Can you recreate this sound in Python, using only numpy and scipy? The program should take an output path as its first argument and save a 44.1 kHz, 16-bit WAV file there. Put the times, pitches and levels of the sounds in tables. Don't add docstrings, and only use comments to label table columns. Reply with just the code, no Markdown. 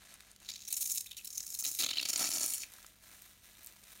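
import sys
import numpy as np
from scipy import signal
from scipy.fft import rfft, irfft
from scipy.io import wavfile
from scipy.ndimage import uniform_filter1d

SR = 44100
rng = np.random.default_rng(int(sys.argv[2]) if len(sys.argv) > 2 else 0)


def wav_out(sig):
    wavfile.write(sys.argv[1], SR, np.round(np.clip(np.atleast_2d(sig).T, -1, 1) * 32767).astype(np.int16))


N = 176400
T = np.arange(N) / SR
FREQS = np.fft.rfftfreq(8192, 1 / SR)
GURGLE_HZ, SPIT_HZ, HISS_HZ = 2110, 5030, 7840
TOP_HZ = 15900
BUBBLE_RISE_S = 0.00022
# t/s, level/dB
SIZZLE = [(.4, -78), (.43, -58), (.482, -62), (.51, -55.5), (.58, -56.5), (.67, -57), (.72, -52),
          (.86, -45), (.98, -49.5), (1.04, -61), (1.15, -73.5), (1.205, -58), (1.235, -63.5), (1.28, -54.5),
          (1.45, -51.5), (1.58, -51.5), (1.68, -48), (1.78, -48.5), (1.87, -56.5), (2.12, -52),
          (2.23, -41.5), (2.32, -46), (2.47, -46.5), (2.57, -49), (2.635, -50.5), (2.68, -85)]


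def undb(db):
    return 10 ** (np.asarray(db) / 20)


def curve(rows, column=1):
    rows = np.array(rows)
    return np.interp(T, rows[:, 0], rows[:, column])


def noise():
    return rng.standard_normal(N)


def colour(points):
    hz, db = np.array(points).T
    return undb(np.interp(np.log(FREQS + 1), np.log(hz), db))


def resonance(hz, width):
    return 1 / np.hypot(1, (FREQS ** 2 - hz ** 2) / (FREQS * width + 1))


def above(hz, order=12):
    return 1 / np.sqrt(1 + (hz / (FREQS + 1)) ** (2 * order))


def below(hz, order=12):
    return 1 / np.sqrt(1 + (FREQS / hz) ** (2 * order))


def ring(x, gain):
    cepstrum = irfft(np.log(gain / gain.max() + 1e-4))
    half = len(cepstrum) // 2
    folded = np.r_[cepstrum[0], 2 * cepstrum[1:half], np.zeros(half)]
    response = irfft(np.exp(rfft(folded)))[:half]
    return signal.fftconvolve(x, response / np.linalg.norm(response))[:N]


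def crackle(per_s, decay_s, spread_db):
    power = (rng.random(N) < per_s / SR) * undb(spread_db * noise()) ** 2 / per_s
    power = signal.lfilter([1], [1, -np.exp(-2 / (decay_s * SR))], power)
    return np.sqrt(power / power.mean())


def swell(level, open_s=0.0012):
    return np.sqrt(np.abs(uniform_filter1d(level ** 2, int(open_s * SR))))


def room_tone():
    # f/Hz, level/dB
    hum_tones = [(49.2, -77.5), (98.4, -80.5), (197.3, -79)]
    # f/Hz, relative level/dB
    air_colour = [(28, -27), (45, 1), (70, 1.5), (120, -5), (200, -6), (400, -12.5), (1000, -19.5),
                  (3000, -14.5), (16000, -34.5)]
    hum = sum(undb(db) * np.sqrt(2) * np.sin(2 * np.pi * (hz * T + rng.random()))
              for hz, db in hum_tones)
    return hum + undb(-70.5) * ring(noise(), colour(air_colour))


def hand_rub():
    # t/s, level/dB
    rub_levels = [(0, -63), (.03, -57.5), (.145, -56), (.17, -60), (.31, -61.5), (.34, -66), (.39, -71),
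                  (.42, -57.5), (.6, -72), (2.68, -60.5), (2.74, -56), (2.88, -60.5), (3.0, -69.5),
                  (3.02, -60), (3.135, -55), (3.18, -60), (3.25, -56.5), (3.42, -66.5), (3.44, -57.5),
                  (3.52, -60.5), (3.67, -58.5), (3.8, -63), (3.92, -56.5), (4.0, -58)]
    # f/Hz, relative level/dB
    rub_colour = [(200, -7), (430, -9), (650, -3), (950, -6), (1500, -1), (2400, -0.5), (3200, -4.5),
                  (3900, 0.5), (4800, -5), (6300, -1), (7800, -4), (9400, 0), (10400, -6.5), (13500, -2),
                  (16000, -6)]
    grains = noise() * crackle(per_s=2500, decay_s=0.00083, spread_db=4.5) * undb(curve(rub_levels))
    bright = ring(grains, colour(rub_colour) * below(TOP_HZ, order=30))
    dull = signal.lfilter(*signal.butter(1, 9900, fs=SR), bright)
    return np.where(T < 0.98, dull, bright)


def crinkles(decay_s=0.0013, boost_db=2.5):
    # t/s, peak level before the boost/dB, centre f/Hz
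    ticks = [(0.021, -53, 2500), (.128, -46, 7000), (.14, -40.5, 9050), (.206, -40.5, 1500),
             (.315, -42, 7080), (.362, -47, 4470), (.402, -47, 5970), (2.72, -43, 11000),
             (2.737, -38.5, 10000), (2.828, -44, 7000), (2.846, -45.5, 2500), (2.865, -39.5, 7000),
             (3.22, -37, 14900), (3.634, -42, 14000), (3.646, -38, 13600), (3.662, -37, 14000),
             (3.671, -36, 6400), (3.839, -44, 6000), (3.922, -42, 11000), (3.975, -47, 12000)]
    out, t = np.zeros(N), T[:SR // 80]
    for start, db, hz in ticks:
        i = int(start * SR)
        burst = rng.standard_normal(len(t)) * np.exp(-t / decay_s)
        spectrum = rfft(burst, 2 * len(FREQS) - 2) * resonance(hz, width=4800) * below(TOP_HZ)
        tick = irfft(spectrum)[:len(t)]
        out[i:i + len(t)] += undb(db + boost_db) * tick / np.abs(tick).max()
    return out


def sizzle_levels():
    # t/s, hiss/dB, gurgle/dB (both relative to the spit)
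    balance = [(.5, -6.5, -1.5), (.65, -3.5, -5), (.75, 5.5, -9), (1.0, 3, -17), (1.15, 5.5, 7),
               (1.35, -1, -18), (1.76, 4, -9.5), (1.85, 4, 2), (1.98, 1, 13.5), (2.15, 1.5, -6),
               (2.4, 4.5, -6.5), (2.55, 8.5, -7), (2.64, -6, -7.5)]
    db = curve(SIZZLE)
    doublings = np.clip((db + 52.5) / 5.5, -1, 4)
    ticks = swell(crackle(per_s=260 * 2 ** doublings, decay_s=0.0014, spread_db=3.5))
    spit = undb(db) * np.hypot(0.3, ticks)
    fizz = np.hypot(0.69 * spit, 0.53 * undb(db))
    return spit, fizz * undb(curve(balance)), spit * undb(curve(balance, column=2))


def puff_levels(attack_s=0.0012, release_s=0.00045, sag_db=2):
    # t/s, length/s, spit/dB, hiss/dB, gurgle/dB
    puffs = [(0.487, 0.0054, -41, -47.5, -37.5), (0.495, 0.0103, -42, -50, -44.5),
             (0.537, 0.0033, -39.5, -60, -53), (0.557, 0.007, -48, -54, -44),
             (0.678, 0.013, -44, -42.5, -50.5), (0.703, 0.019, -56, -44.5, -51),
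             (0.725, 0.0064, -37.5, -29.5, -42), (0.738, 0.0071, -41, -42, -49),
             (0.767, 0.014, -40.5, -35.5, -48), (0.806, 0.018, -39, -34.5, -50.5),
             (0.824, 0.0077, -39, -35.5, -45.5), (0.855, 0.0077, -41, -39.5, -45.5),
             (0.872, 0.0042, -39, -39, -73), (0.893, 0.026, -39, -39, -51.5),
             (0.916, 0.0081, -38, -36, -61), (0.944, 0.0084, -51, -39, -54), (0.955, 0.011, -50, -38, -47),
             (0.973, 0.01, -34, -35.5, -45), (1.006, 0.005, -38, -37, -48), (1.059, 0.015, -54, -50, -58),
             (1.109, 0.01, -54, -50.5, -49), (1.167, 0.024, -50.5, -49.5, -52),
             (1.245, 0.011, -55, -43.5, -56), (1.271, 0.0071, -44.5, -43, -50.5),
             (1.346, 0.02, -48, -52, -63), (1.373, 0.008, -38, -39.5, -52.5),
             (1.397, 0.0021, -55, -54, -52), (1.403, 0.0044, -36, -44, -54), (1.427, 0.0034, -41, -46, -59),
             (1.464, 0.0044, -39, -41, -54.5), (1.502, 0.0039, -43, -42, -54),
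             (1.54, 0.0057, -44, -40, -55), (1.548, 0.0043, -41, -38, -53),
             (1.588, 0.022, -38.5, -39, -52.5), (1.624, 0.0021, -33, -49, -63),
             (1.638, 0.0069, -51, -36, -42), (1.648, 0.01, -36, -38, -38.5),
             (1.664, 0.0026, -34, -46, -37.5), (1.67, 0.024, -40, -40, -50),
             (1.713, 0.0043, -36.5, -37, -53), (1.747, 0.005, -40, -37.5, -48),
             (1.787, 0.012, -35.5, -36.5, -37.5), (1.798, 0.018, -35, -35.5, -34.5),
             (1.821, 0.006, -34.5, -36, -34), (1.832, 0.0031, -32, -38, -31),
             (1.837, 0.0048, -35, -35.5, -34), (1.843, 0.0051, -31.5, -45, -37),
             (1.861, 0.0075, -36, -43, -37.5), (1.887, 0.0062, -40, -48, -33.5),
             (1.909, 0.0049, -37, -47, -33), (1.931, 0.01, -46, -61, -39.5), (1.969, 0.0087, -45, -49, -38),
             (1.999, 0.0016, -39, -47, -28.5), (2.011, 0.005, -43.5, -43.5, -38),
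             (2.026, 0.0061, -39, -43.5, -35), (2.052, 0.01, -38.5, -43, -35.5),
             (2.086, 0.02, -35, -36.5, -39.5), (2.13, 0.009, -34, -37.5, -39.5),
             (2.157, 0.0076, -33, -39, -36), (2.174, 0.0085, -53, -35.5, -41),
             (2.191, 0.009, -35, -37, -38.5), (2.202, 0.027, -36.5, -40, -40), (2.24, 0.01, -35, -57, -39),
             (2.253, 0.033, -42, -54, -42), (2.289, 0.0022, -32, -40, -40), (2.303, 0.0068, -41, -40, -45),
             (2.315, 0.0024, -32, -40, -38), (2.324, 0.0055, -33.5, -42, -41.5),
             (2.334, 0.015, -35.5, -38, -49), (2.351, 0.015, -35.5, -39.5, -42),
             (2.37, 0.0024, -31, -39, -56), (2.38, 0.0046, -34.5, -41, -41), (2.394, 0.0048, -37, -39, -45),
             (2.405, 0.026, -38.5, -42, -45.5), (2.43, 0.017, -36, -37, -46),
             (2.452, 0.0041, -38.5, -42, -44), (2.46, 0.0035, -38, -28.5, -46),
             (2.496, 0.01, -61, -38.5, -51), (2.522, 0.011, -46, -44, -48), (2.535, 0.016, -51, -35, -51),
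             (2.609, 0.022, -48, -51, -53.5), (2.632, 0.0082, -51, -50, -48)]
    trim_db = [-1.5, -0.5, -1.5]
    films = crackle(per_s=2500, decay_s=0.00051, spread_db=1.5) + 0.057
    out, t = np.zeros((3, N)), T[:SR // 16]
    for start, length, *dbs in puffs:
        i = int(start * SR)
        opening = np.minimum(t / attack_s, 1)
        sag = undb(-sag_db * np.minimum(t / length, 1))
        closing = np.exp(-np.maximum(t - length, 0) / release_s)
        torn = opening * sag * closing * films[i:i + len(t)]
        torn *= np.sqrt((length + release_s) * SR) / np.linalg.norm(torn)
        out[:, i:i + len(t)] += undb(dbs)[:, None] * torn
    return out * undb(trim_db)[:, None]


def nozzle(spit, hiss, gurgle, rush_db=-7.5):
    # f/Hz, width/Hz, level when full/dB, level when nearly empty/dB
    modes = [(2500, 480, -6.5, -8.5), (3130, 380, -12, -27), (3950, 640, 3.5, -9), (4474, 410, -1.5, 3),
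             (5420, 430, 1.5, 8.5), (5870, 290, -20, 10), (6350, 600, 3, -1), (6915, 940, 2.5, 9.5),
             (9520, 1140, -6, 2), (11900, 440, -12.5, -24), (12700, 550, -28, -4), (13800, 690, -25, -17)]
    empty = np.interp(T, (1.97, 2.023), [0, 1])
    parts = [(gurgle, above(GURGLE_HZ, order=6) * below(SPIT_HZ, order=24)),
             (spit, above(SPIT_HZ) * below(HISS_HZ)),
             (hiss, above(HISS_HZ) * below(TOP_HZ, order=30))]
    out = np.zeros(N)
    for state, share in enumerate([1 - empty, empty]):
        peaks = sum((undb(dbs[state]) * resonance(hz, width) ** 2) ** 2 for hz, width, *dbs in modes)
        body = np.sqrt(undb(rush_db) ** 2 + peaks)
        for level, band in parts:
            out += ring(noise() * level * np.sqrt(share), body * band)
    return out


def squelch(spit, gurgle, per_s=650, scatter_octaves=0.18, cycles=3.15, glide_per_s=7.9):
    # t/s, f/Hz
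    pitches = [(.49, 4670), (.62, 5500), (.75, 7000), (1.0, 7080), (1.06, 3720), (1.2, 2800), (1.25, 5400),
               (1.38, 6440), (1.76, 6470), (1.8, 4200), (1.95, 3630), (2.02, 3950), (2.06, 5550),
               (2.095, 6600), (2.15, 4700), (2.25, 5670), (2.46, 7100), (2.62, 6400)]
    out, t, pitch = np.zeros(N), T[:SR // 80], curve(pitches)
    chance, detune, size, glide = rng.random(N), noise(), noise(), noise()
    for i in np.flatnonzero(chance[:N - len(t)] < per_s / SR):
        hz = min(pitch[i] * 2 ** (scatter_octaves * detune[i]), TOP_HZ)
        drive = gurgle[i] if hz < SPIT_HZ else spit[i]
        decay_s = cycles / hz
        shape = t / decay_s * np.exp(1 - t / decay_s)
        chirp = np.sin(2 * np.pi * hz * t * (1 + glide_per_s * glide[i] * t / 2))
        out[i:i + len(t)] += drive * undb(-3 - 4.5 * size[i]) * shape * chirp
    return out


def fine_bubbles(hiss, per_s=1100, decay_s=0.0012):
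    out, t = np.zeros(N), T[:SR // 160]
    shape = (1 - np.exp(-t / BUBBLE_RISE_S)) * np.exp(-t / decay_s)
    chance, place, size = rng.random(N), rng.random(N), noise()
    for i in np.flatnonzero(chance[:N - len(t)] < per_s / SR):
        hz = HISS_HZ * (TOP_HZ / HISS_HZ) ** place[i]
        out[i:i + len(t)] += hiss[i] * undb(-6 + 2.5 * size[i]) * shape * np.sin(2 * np.pi * hz * t)
    return out


def splatter(spit):
    # t/s, level relative to the spit/dB
    levels = [(.5, -21), (.7, -23.5), (1.0, -33.5), (1.6, -27), (1.66, -19.5), (1.78, -31), (1.8, -16.5),
              (1.84, -9.5), (1.95, -8.5), (2.03, -7.5), (2.1, -16), (2.22, -6.5), (2.33, -16),
              (2.44, -12.5), (2.5, -14), (2.63, -23.5)]
    # f/Hz, width/Hz, relative level/dB
    modes = [(141, 98, 0), (279, 170, 6.5), (670, 320, 3.5), (935, 460, -2.5), (1310, 290, 4),
             (1756, 380, -0.5), (2320, 470, 2.5)]
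    hollow = np.sqrt(sum((undb(db) * resonance(hz, width) ** 2) ** 2 for hz, width, db in modes))
    return ring(noise() * spit * undb(curve(levels)), hollow * above(100, order=3))


def bubble_notes(rows, decay_s, glide_per_s=3.9):
    out, t = np.zeros(N), T[:SR // 40]
    shape = (1 - np.exp(-t / BUBBLE_RISE_S)) * np.exp(-t / decay_s)
    for start, hz, db in rows:
        i = int(start * SR)
        out[i:i + len(t)] += undb(db) * shape * np.sin(2 * np.pi * hz * t * (1 + glide_per_s * t / 2))
    return out


def large_bubbles():
    # t/s, f/Hz, level/dB
    bursts = [(.488, 4300, -44), (.676, 5700, -32.5), (.742, 6540, -26), (.908, 6900, -28),
              (.92, 6600, -25), (1.061, 2480, -42), (1.071, 3630, -40), (1.112, 3140, -41),
              (1.116, 3600, -34), (1.179, 5740, -35.5), (1.185, 2900, -43), (1.194, 2570, -42),
              (1.203, 2830, -51), (1.212, 2520, -44.5), (1.379, 6140, -25), (1.549, 4150, -32),
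              (1.864, 3930, -33), (1.911, 4090, -27), (1.932, 3020, -28), (1.972, 3070, -22),
              (1.984, 4130, -17.5), (1.997, 2750, -23)]
    return bubble_notes(bursts, decay_s=0.0023)


def settling_foam():
    # t/s, f/Hz, level/dB
    plips = [(1.407, 1920, -46), (1.437, 1750, -47.5), (2.541, 3000, -31.5), (2.635, 2490, -28),
             (2.74, 750, -47), (2.786, 1450, -43.5), (2.846, 1330, -41)]
    return bubble_notes(plips, decay_s=0.0011)


def bowl_and_room(x, room_s=0.24, glass_s=0.6):
    # delay/s, level/dB
    echoes = [(.00295, -14.5), (.0061, -23.5)]
    # f/Hz, level relative to the direct sound/dB
    glass_notes = [(1347, -12), (3095, 2), (3468, -3), (3968, 0)]
    t = T[:SR // 2]
    response = rng.standard_normal(len(t)) * np.exp(-np.log(1000) * t / room_s)
    response *= np.minimum(t / 0.0035, 1)
    response *= undb(-12) / np.linalg.norm(response)
    response[0] = 1
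    dull_echo = signal.lfilter(*signal.butter(1, 5960, fs=SR), signal.unit_impulse(SR // 1000))
    for delay, db in echoes:
        i = int(delay * SR)
        response[i:i + len(dull_echo)] += undb(db) * dull_echo
    fade = np.log(1000) / glass_s
    for hz, db in glass_notes:
        response += undb(db) * 2 * fade / SR * np.exp(-fade * t) * np.cos(2 * np.pi * hz * t)
    return signal.fftconvolve(x, response / np.linalg.norm(response))[:N]


def scene():
    sizzle = sizzle_levels()
    spit, hiss, gurgle = np.hypot(swell(puff_levels()), sizzle)
    foam = squelch(spit, gurgle) + splatter(spit) + nozzle(spit, hiss, gurgle) + fine_bubbles(hiss)
    sources = foam + large_bubbles() + settling_foam() + hand_rub() + crinkles()
    return (bowl_and_room(sources) + room_tone())[None]


def record(dry):
    return signal.sosfilt(signal.ellip(10, .2, 70, TOP_HZ, fs=SR, output="sos"), dry)


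dry = scene()
out = record(dry)
wav_out(out)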